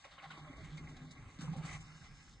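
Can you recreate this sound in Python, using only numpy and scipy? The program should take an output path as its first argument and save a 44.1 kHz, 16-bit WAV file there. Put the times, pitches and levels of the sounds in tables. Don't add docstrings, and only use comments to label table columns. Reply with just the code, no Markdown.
import sys
import numpy as np
from scipy import signal
from scipy.fft import rfft, irfft, next_fast_len
from scipy.io import wavfile
from scipy.ndimage import uniform_filter1d

SR = 44100
rng = np.random.default_rng(int(sys.argv[2]) if len(sys.argv) > 2 else 0)


def generate_wav(signal):
    frames = np.transpose(np.atleast_2d(signal))
    scaled = np.clip(frames, -1, 1) * 32767
    pcm = np.round(scaled).astype(np.int16)
    wavfile.write(sys.argv[1], SR, pcm)


def gain_from_db(level_db):
    decades = np.asarray(level_db, float) / 20
    return 10 ** decades


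N = 105840

# f/Hz, width/Hz, gain/dB, change over a full turn/dB
HOUSING_MODES = [(590, 110, -4, -5), (801, 91, 1, 2), (1101, 87, 5.5, -5), (1298, 230, -2, 0),
                 (1610, 120, -4, 1.5), (2013, 290, -1, 1), (2938, 470, -14.5, 3), (3796, 850, -1, -2),
                 (4400, 93, -5.5, 3.5), (5100, 270, -40.5, 25), (6264, 150, -13, 0.5),
                 (6390, 1570, -9.5, 2), (7900, 1100, -11, -10), (10000, 3300, -13.5, 5)]
# t/s, turn (0-1)
ANIMAL_TURN = [(0, 0.1), (.3, 0), (.42, 0.05), (.6, 0.3), (.8, 1), (1.03, 0.3), (1.12, 0), (1.25, 0.1),
               (1.5, 0.1), (1.85, 1), (2.0, .95), (2.4, .9)]
# t/s, level/dB
TRICKLE_LEVEL = [(0, -69), (.05, -61.5), (.45, -59.5), (.85, -60.5), (1.0, -62.5), (1.36, -64),
                 (1.55, -60.5), (1.85, -61.5), (2.25, -66), (2.4, -69)]
# t/s, level/dB
SPRAY_LEVEL = [(0, -70.5), (.1, -74.5), (.7, -74), (1.3, -74.5), (1.8, -71), (2.3, -71), (2.4, -82)]
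# t/s, peak/dB, decay t60/s, spray brightness/dB, extra mist/dB
WATER_GUSHES = [(0.022, -62, 0.05, 21, -14), (0.041, -41, 0.16, 3, -4), (0.107, -50, 0.3, 0, -5),
                (0.178, -41, 0.13, -20, -5), (0.219, -49, 0.3, 1, -5), (0.238, -41, 0.09, -6.5, -3),
                (0.256, -41, 0.06, -10, -3), (0.303, -40.5, 0.23, 0, -4), (0.374, -45, 0.11, 3, -8),
                (0.441, -46, 0.1, -11.5, -3), (0.474, -45.5, 0.09, -18, -3), (0.527, -48, 0.052, 3, 3),
                (0.565, -56, 0.07, 3, 14), (0.643, -45, 0.076, 0, 3), (0.77, -46, 0.12, 5, -3),
                (0.845, -53.5, 0.13, -2, -3), (0.885, -53, 0.25, 5, 3), (0.964, -51, 0.08, 14, -9),
                (1.108, -56, 0.086, 20, 3), (1.385, -55, 0.5, 12, -6), (1.405, -47, 0.25, 11, 3),
                (1.477, -54, 0.29, -2, -3), (1.525, -51, 0.4, 4, -5), (1.562, -58, 0.15, 15, 8),
                (1.65, -52, 0.3, 12, 7), (1.725, -52, 0.12, 12, 8), (1.802, -55, 0.12, 14, 4)]
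# t/s, level/dB
WIND_LEVEL = [(0, -70.5), (.15, -70), (.3, -68.5), (.57, -59), (.65, -53), (1.1, -62), (1.26, -54),
              (1.34, -61), (1.74, -54.5), (1.95, -63), (2.4, -60)]
# t/s, level/dB
BREATH_EFFORT = [
    (0, -81),
    (.5, -60.5),
    (1.35, -69),
    (1.5, -59),
    (2.4, -67.5),
]
# t/s, level/dB
THROAT_RUSH = [(0, -85), (.27, -69), (.4, -62), (.85, -58.5), (1.35, -65.5), (1.4, -59.5), (1.66, -55.5),
               (1.77, -73.5), (2.0, -80.5), (2.4, -76)]
# t/s, peak/dB, f/Hz, downward slide (1 = full rate), decay t60/s
WATER_DRIPS = [(.044, -50, 555, 0, 0.083), (.181, -54.5, 3750, 1.7, 0.13), (1.713, -45, 1130, 0, 0.05),
               (0.253, -39.5, 1073, 0.07, 0.042), (0.316, -51, 3400, 1.4, 0.08),
               (0.042, -58, 3740, 0.05, 0.063), (.12, -64, 2140, 0.4, 0.06),
               (.197, -49.5, 2150, 0.2, 0.062), (.24, -48, 2000, 0.2, 0.07), (0.3, -43.5, 1455, 0, 0.074),
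               (.31, -50.5, 2163, 0.05, 0.065), (0.371, -49, 1010, 0.11, 0.071), (.465, -55, 612, 0.1, .2),
               (.52, -59, 608, 0.11, 0.13), (.575, -59, 655, 0.05, 0.27), (0.481, -60.5, 3410, 0.05, 0.053),
               (0.966, -49, 3990, 0.3, 0.043), (1.404, -46.5, 1540, 0.05, 0.065),
               (1.44, -46, 520, 0.2, 0.054), (1.552, -47.5, 528, 0.05, 0.068), (1.605, -50, 790, 0, 0.071),
               (1.946, -61.5, 1634, .03, 0.18), (2.014, -55.5, 1670, 0.3, 0.1),
               (.527, -45.5, 2000, 0, 0.048), (.873, -37.5, 2220, 1.17, 0.022),
               (.905, -55.5, 757, 0.85, 0.13), (1.413, -51.5, 1135, 0.23, 0.092),
               (1.475, -44, 1073, 0.28, 0.06), (1.533, -50, 795, 0.03, 0.2), (1.58, -57.5, 882, 0, 0.2),
               (1.664, -63, 1120, 0.3, 0.022), (.775, -48, 2190, .1, 0.084),
               (0.774, -55.5, 4560, .1, 0.054), (1.17, -53.5, 2095, 0.1, 0.12)]
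# centre t/s, peak/dB, length/s, f/Hz
TRUNK_THROBS = [(0.186, -66, 0.039, 156), (0.274, -54.5, 0.088, 156), (0.322, -58.5, 0.083, 156),
                (0.43, -50, 0.098, 150), (0.488, -53.5, 0.059, 150), (0.547, -79, 0.063, 156),
                (1.023, -58, 0.62, 252.7), (0.648, -46, 0.058, 156), (0.744, -48.5, 0.079, 148.6),
                (0.759, -45, 0.1, 154), (0.839, -47.5, 0.13, 154.7), (0.913, -50.5, 0.12, 149.7),
                (1.023, -46.5, 0.037, 156), (1.062, -51.5, 0.094, 156), (1.115, -53, 0.033, 156),
                (1.194, -48.5, 0.027, 150), (1.23, -55, 0.044, 156), (1.398, -41.5, 0.028, 167.2),
                (1.431, -42, 0.025, 173.7), (1.452, -41.5, 0.082, 152.9), (1.495, -33.5, 0.046, 156),
                (1.525, -37, 0.04, 171.9), (1.568, -37.5, 0.0148, 156), (1.594, -36.5, 0.062, 156.2),
                (1.65, -38, 0.037, 156), (1.707, -49.5, 0.087, 153), (1.754, -44.5, 0.032, 154.1),
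                (1.801, -49, 0.1, 156), (1.93, -54.5, 0.22, 153), (2.018, -50, 0.027, 153),
                (2.127, -53.5, 0.066, 150)]
# t/s, peak/dB, f/Hz
THROAT_GULPS = [
    (0.498, -49, 270),
    (0.8, -53, 251),
    (1.388, -48.5, 255.3),
    (1.418, -48, 261),
    (1.57, -49.5, 234),
    (.375, -59.5, 339),
    (0.591, -60.5, 407),
    (1.654, -56, 305),
]
# centre t/s, length/s, low f/Hz, high f/Hz
BAND_DIPS = [
    (.5, .3, 2450, 3150),
    (.9, .13, 3000, 3400),
    (1.12, .17, 2450, 3300),
    (1.9, .3, 3050, 3450),
]
# f/Hz, level/dB
PORT_LEAN = [(60, -0.5), (170, -1.5), (400, -0.5), (3200, -0.1), (3700, 7), (4300, -1.5), (5700, -2.5),
             (7100, -1.4)]
# f/Hz, level/dB
PORT_UNALIKE = [(600, -9.5), (1700, -10.5), (2350, -3), (3050, 4), (4500, -18), (5400, 8), (7900, -18),
                (9500, 9)]

SCATTER_TURN = .55
BETWEEN_DB, WATER_LOW_HZ = -13.5, 594
SCATTER_SWAY_DB, TRICKLE_PATCHY_DB = 3.5, 2.5
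TRICKLE_TRIM_DB, GRAINS_PER_S, GRAIN_SPREAD_DB, GRAIN_BED = -1.5, 2500, -10.5, 3.3
SPRAY_FROM_HZ, SPRAY_TRIM_DB, MIST_FROM_HZ, MIST_TRIM_DB = 2840, 4, 6840, -0.5
GUSH_ATTACK_S, GUSH_TRIM_DB = .0035, -8.5
SNORT_S, SNORT_HOLD_S, SNORT_EDGE_S, SNORT_DB, SNORT_BRIGHT_DB = 1.635, .14, .04, -53.5, -4.5
WIND_LOW_HZ, WIND_HIGH_HZ = 26.8, 115
TRUNK_HZ, TRUNK_WIDTH_HZ, BREATH_LUMP_DB, TRUNK_SCATTER_DB = 156, 35.8, 2, -6
THROAT_HZ, THROAT_WIDTH_HZ, THROAT_DB = 276, 59, -4
DRIP_RISE_S, DRIP_SCATTER_DB, SLIDE_OCT_PER_S, DRIP_ROUGH = 0.0057, -6, -20, .8
GULP_T60_S, GULP_TRIM_DB = 0.15, 2
AIRY_S, AIRY_LENGTH_S, AIRY_HZ, AIRY_WIDTH_HZ, AIRY_DB = 2.08, .75, 5200, 450, -75
DROP_SUM_DB, DROP_DIFFERENCE_DB, DROP_FROM_HZ = 5, 10, 1700
FAINT_TOP_HZ, FAINT_DB, CUTOFF_HZ = 8400, -117.5, 8190


def rms_one(x):
    return x / np.sqrt(np.mean(x ** 2) + 1e-20)


def in_time(rows):
    return np.interp(np.arange(N) / SR, *np.transpose(rows))


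def at_hz(points, hz):
    f, v = np.transpose(points)
    return np.interp(np.log(hz + 1), np.log(f + 1), v)


def drift(rate):
    r = np.exp(-80 * np.pi * rate / SR)
    noise = rng.standard_normal(N // 40 + 2002)
    slow = signal.lfilter([1], [1, -2 * r, r * r], noise)[2000:]
    return np.interp(np.arange(N) / 40, np.arange(len(slow)), rms_one(slow))


def resonate(x, hz, width_hz):
    r = np.exp(-np.pi * width_hz / SR)
    poles = [1, -2 * r * np.cos(2 * np.pi * hz / SR), r * r]
    return signal.lfilter(np.array([1, 0, -1]) * (1 - r * r) / 2, poles, x)


def cut(x, hz, kind, order=2):
    return signal.sosfilt(signal.butter(order, hz, kind, fs=SR, output="sos"), x)


def twin(patchy_db=0):
    return rng.standard_normal((2, N)) * gain_from_db(patchy_db)


def housing(x):
    x = cut(x, WATER_LOW_HZ, "high", order=4)
    out = gain_from_db(BETWEEN_DB) * cut(x, 2750, "low")
    turn = np.array([in_time(ANIMAL_TURN), np.full(N, SCATTER_TURN)])
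    for hz, width, db, turn_db in HOUSING_MODES:
        flicker_db = TRICKLE_PATCHY_DB * drift(8.4)
        sway_db = SCATTER_SWAY_DB * np.outer([-.5, .5], drift(4.9))
        out = out + gain_from_db(db + turn_db * turn + flicker_db + sway_db) * resonate(x, hz, width)
    return out


def water():
    t = np.arange(N) / SR
    body = gain_from_db(in_time(TRICKLE_LEVEL) + TRICKLE_TRIM_DB)
    top = gain_from_db(in_time(SPRAY_LEVEL) + SPRAY_TRIM_DB)
    inside_s = np.minimum(t - SNORT_S, SNORT_S + SNORT_HOLD_S - t)
    snort = np.clip(inside_s / SNORT_EDGE_S + .5, 0, 1) * gain_from_db(SNORT_DB)
    body, top = np.hypot(body, snort), np.hypot(top, snort * gain_from_db(SNORT_BRIGHT_DB))
    mist = top * gain_from_db(MIST_TRIM_DB)
    for s, db, t60, bright_db, mist_db in WATER_GUSHES:
        age = np.maximum(t - s, 0)
        decay = gain_from_db(db + GUSH_TRIM_DB - 60 * age / max(t60, .01))
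        gush = decay * (1 - np.exp(-age / GUSH_ATTACK_S))
        body = np.hypot(body, gush)
        top = np.hypot(top, gush * gain_from_db(bright_db - 8.5))
        mist = np.hypot(mist, gush * gain_from_db(bright_db + mist_db - 7.5))
    grain_size = gain_from_db(GRAIN_SPREAD_DB * np.minimum(rng.exponential(1, N), 5))
    grains = (rng.random(N) < GRAINS_PER_S / SR) * grain_size
    spatter = GRAIN_BED + rms_one(uniform_filter1d(grains, size=12))
    wet = housing(twin(0.5 * drift(15)) * spatter)
    low = rms_one(cut(wet, SPRAY_FROM_HZ, "low", order=4))
    high = rms_one(cut(wet, SPRAY_FROM_HZ, "high", order=4))
    fine = cut(cut(high, MIST_FROM_HZ, "high"), MIST_FROM_HZ, "high")
    coarse = cut(cut(high, MIST_FROM_HZ, "low"), MIST_FROM_HZ, "low")
    return body * low + top * coarse + mist * fine


def wind():
    thud = cut(twin(2.0 * drift(9.8)), [WIND_LOW_HZ, WIND_HIGH_HZ], "band")
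    return gain_from_db(in_time(WIND_LEVEL)) * rms_one(thud)


def trunk():
    air = twin(BREATH_LUMP_DB * drift(4))
    drone = resonate(resonate(air, TRUNK_HZ, 6.3 * TRUNK_WIDTH_HZ), TRUNK_HZ, TRUNK_WIDTH_HZ)
    rush = resonate(twin(2.0 * drift(20)), THROAT_HZ, THROAT_WIDTH_HZ)
    throat = cut(rush, [210, 650], "band")
    throat_level = gain_from_db(THROAT_DB + in_time(THROAT_RUSH))
    return gain_from_db(in_time(BREATH_EFFORT)) * rms_one(drone) + throat_level * rms_one(throat)


def drips():
    out, t = np.zeros((2, N + SR)), np.arange(SR // 4) / SR
    part_db = np.array([[0], [DRIP_SCATTER_DB]])
    for (s, db, hz, glide, t60), phase in zip(WATER_DRIPS, rng.random((len(WATER_DRIPS), 2))):
        cycles = np.cumsum(hz * 2 ** (SLIDE_OCT_PER_S * glide * t)) / SR + phase[:, None]
        shape = gain_from_db(db + 0.5 - 60 * t / t60 + part_db) * (1 - np.exp(-t / DRIP_RISE_S))
        i = int(s * SR)
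        out[:, i:i + len(t)] += shape * np.sin(2 * np.pi * cycles)
    return out[:, :N] * (1 + DRIP_ROUGH * rms_one(cut(twin(), 250, "low")))


def throbs():
    out, t = np.zeros((2, N)), np.arange(N) / SR
    for (s, db, length, hz), phase in zip(TRUNK_THROBS, rng.random((len(TRUNK_THROBS), 2))):
        swell = np.cos(np.pi * np.clip((t - s) / length / 1.13, -.5, .5)) ** 2
        out += gain_from_db(db) * swell * np.sin(2 * np.pi * (hz * t + phase[:, None]))
    return out


def gulps():
    out, t = np.zeros((2, N + SR)), np.arange(SR // 4) / SR
    for s, db, hz in THROAT_GULPS:
        i = int(s * SR)
        shape = gain_from_db(db + GULP_TRIM_DB - 60 * t / GULP_T60_S) * (1 - np.exp(-t / 0.00097))
        out[0, i:i + len(t)] += shape * 1.13 * np.sin(2 * np.pi * hz * t)
    return out[:, :N]


def hump(s, length):
    offset = np.clip((np.arange(N) / SR - s) / length, -.5, .5)
    return np.clip(3 * np.cos(np.pi * offset), 0, 1)


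def dipped(x):
    direct, scattered = x
    for s, length, low_hz, high_hz in BAND_DIPS:
        sos = signal.butter(2, [low_hz, high_hz], "band", fs=SR, output="sos")
        direct = direct - hump(s, length) * signal.sosfiltfilt(sos, direct)
    hiss = resonate(rng.standard_normal(N), AIRY_HZ, AIRY_WIDTH_HZ)
    airy = rms_one(resonate(hiss, AIRY_HZ, AIRY_WIDTH_HZ))
    return np.array([direct + gain_from_db(AIRY_DB) * hump(AIRY_S, AIRY_LENGTH_S) * airy, scattered])


def scene():
    size = next_fast_len(N + SR // 4)
    hz = np.arange(size // 2 + 1) * SR / size
    wet = dipped(water())
    low = (wind() + trunk() + throbs() + gulps()) * gain_from_db(np.array([[0], [TRUNK_SCATTER_DB]]))
    direct, scattered = rfft(low + drips() + wet, size, axis=1)
    port = np.array([[.5], [-.5]])
    ports = direct + 2 * port * gain_from_db(at_hz(PORT_UNALIKE, hz)) * scattered
    return irfft(ports * gain_from_db(port * at_hz(PORT_LEAN, hz)), size, axis=1)[:, :N]


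def drop_weak(x):
    window = signal.get_window("cosine", 2048)
    hz, _, cells = signal.stft([x[0] + x[1], x[0] - x[1]], SR, window, nperseg=2048)
    cells, hz = cells[:, :1024], hz[:1024, None]
    power = (abs(cells) ** 2).reshape(2, 128, 8, -1).mean(axis=2)
    band_db = 10 * np.log10(power.repeat(8, axis=1) + 1e-30)
    ahead_db = (band_db[0] - band_db[1]) * (hz > DROP_FROM_HZ)
    keep = np.array([ahead_db > -DROP_SUM_DB, ahead_db < DROP_DIFFERENCE_DB])
    keep = keep & ((hz < FAINT_TOP_HZ) | (band_db > FAINT_DB))
    cells = np.pad(cells * keep, ((0, 0), (0, 1), (0, 0)))
    total, difference = signal.istft(cells, SR, window, nperseg=2048)[1][:, :N]
    return np.array([total + difference, total - difference]) / 2


def roll_off(x):
    return signal.sosfilt(signal.butter(12, 9450, fs=SR, output="sos"), x)


def record(dry):
    mix = drop_weak(cut(dry, CUTOFF_HZ, "low", order=6))
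    return roll_off(mix)


dry = scene()
out = record(dry)
generate_wav(out)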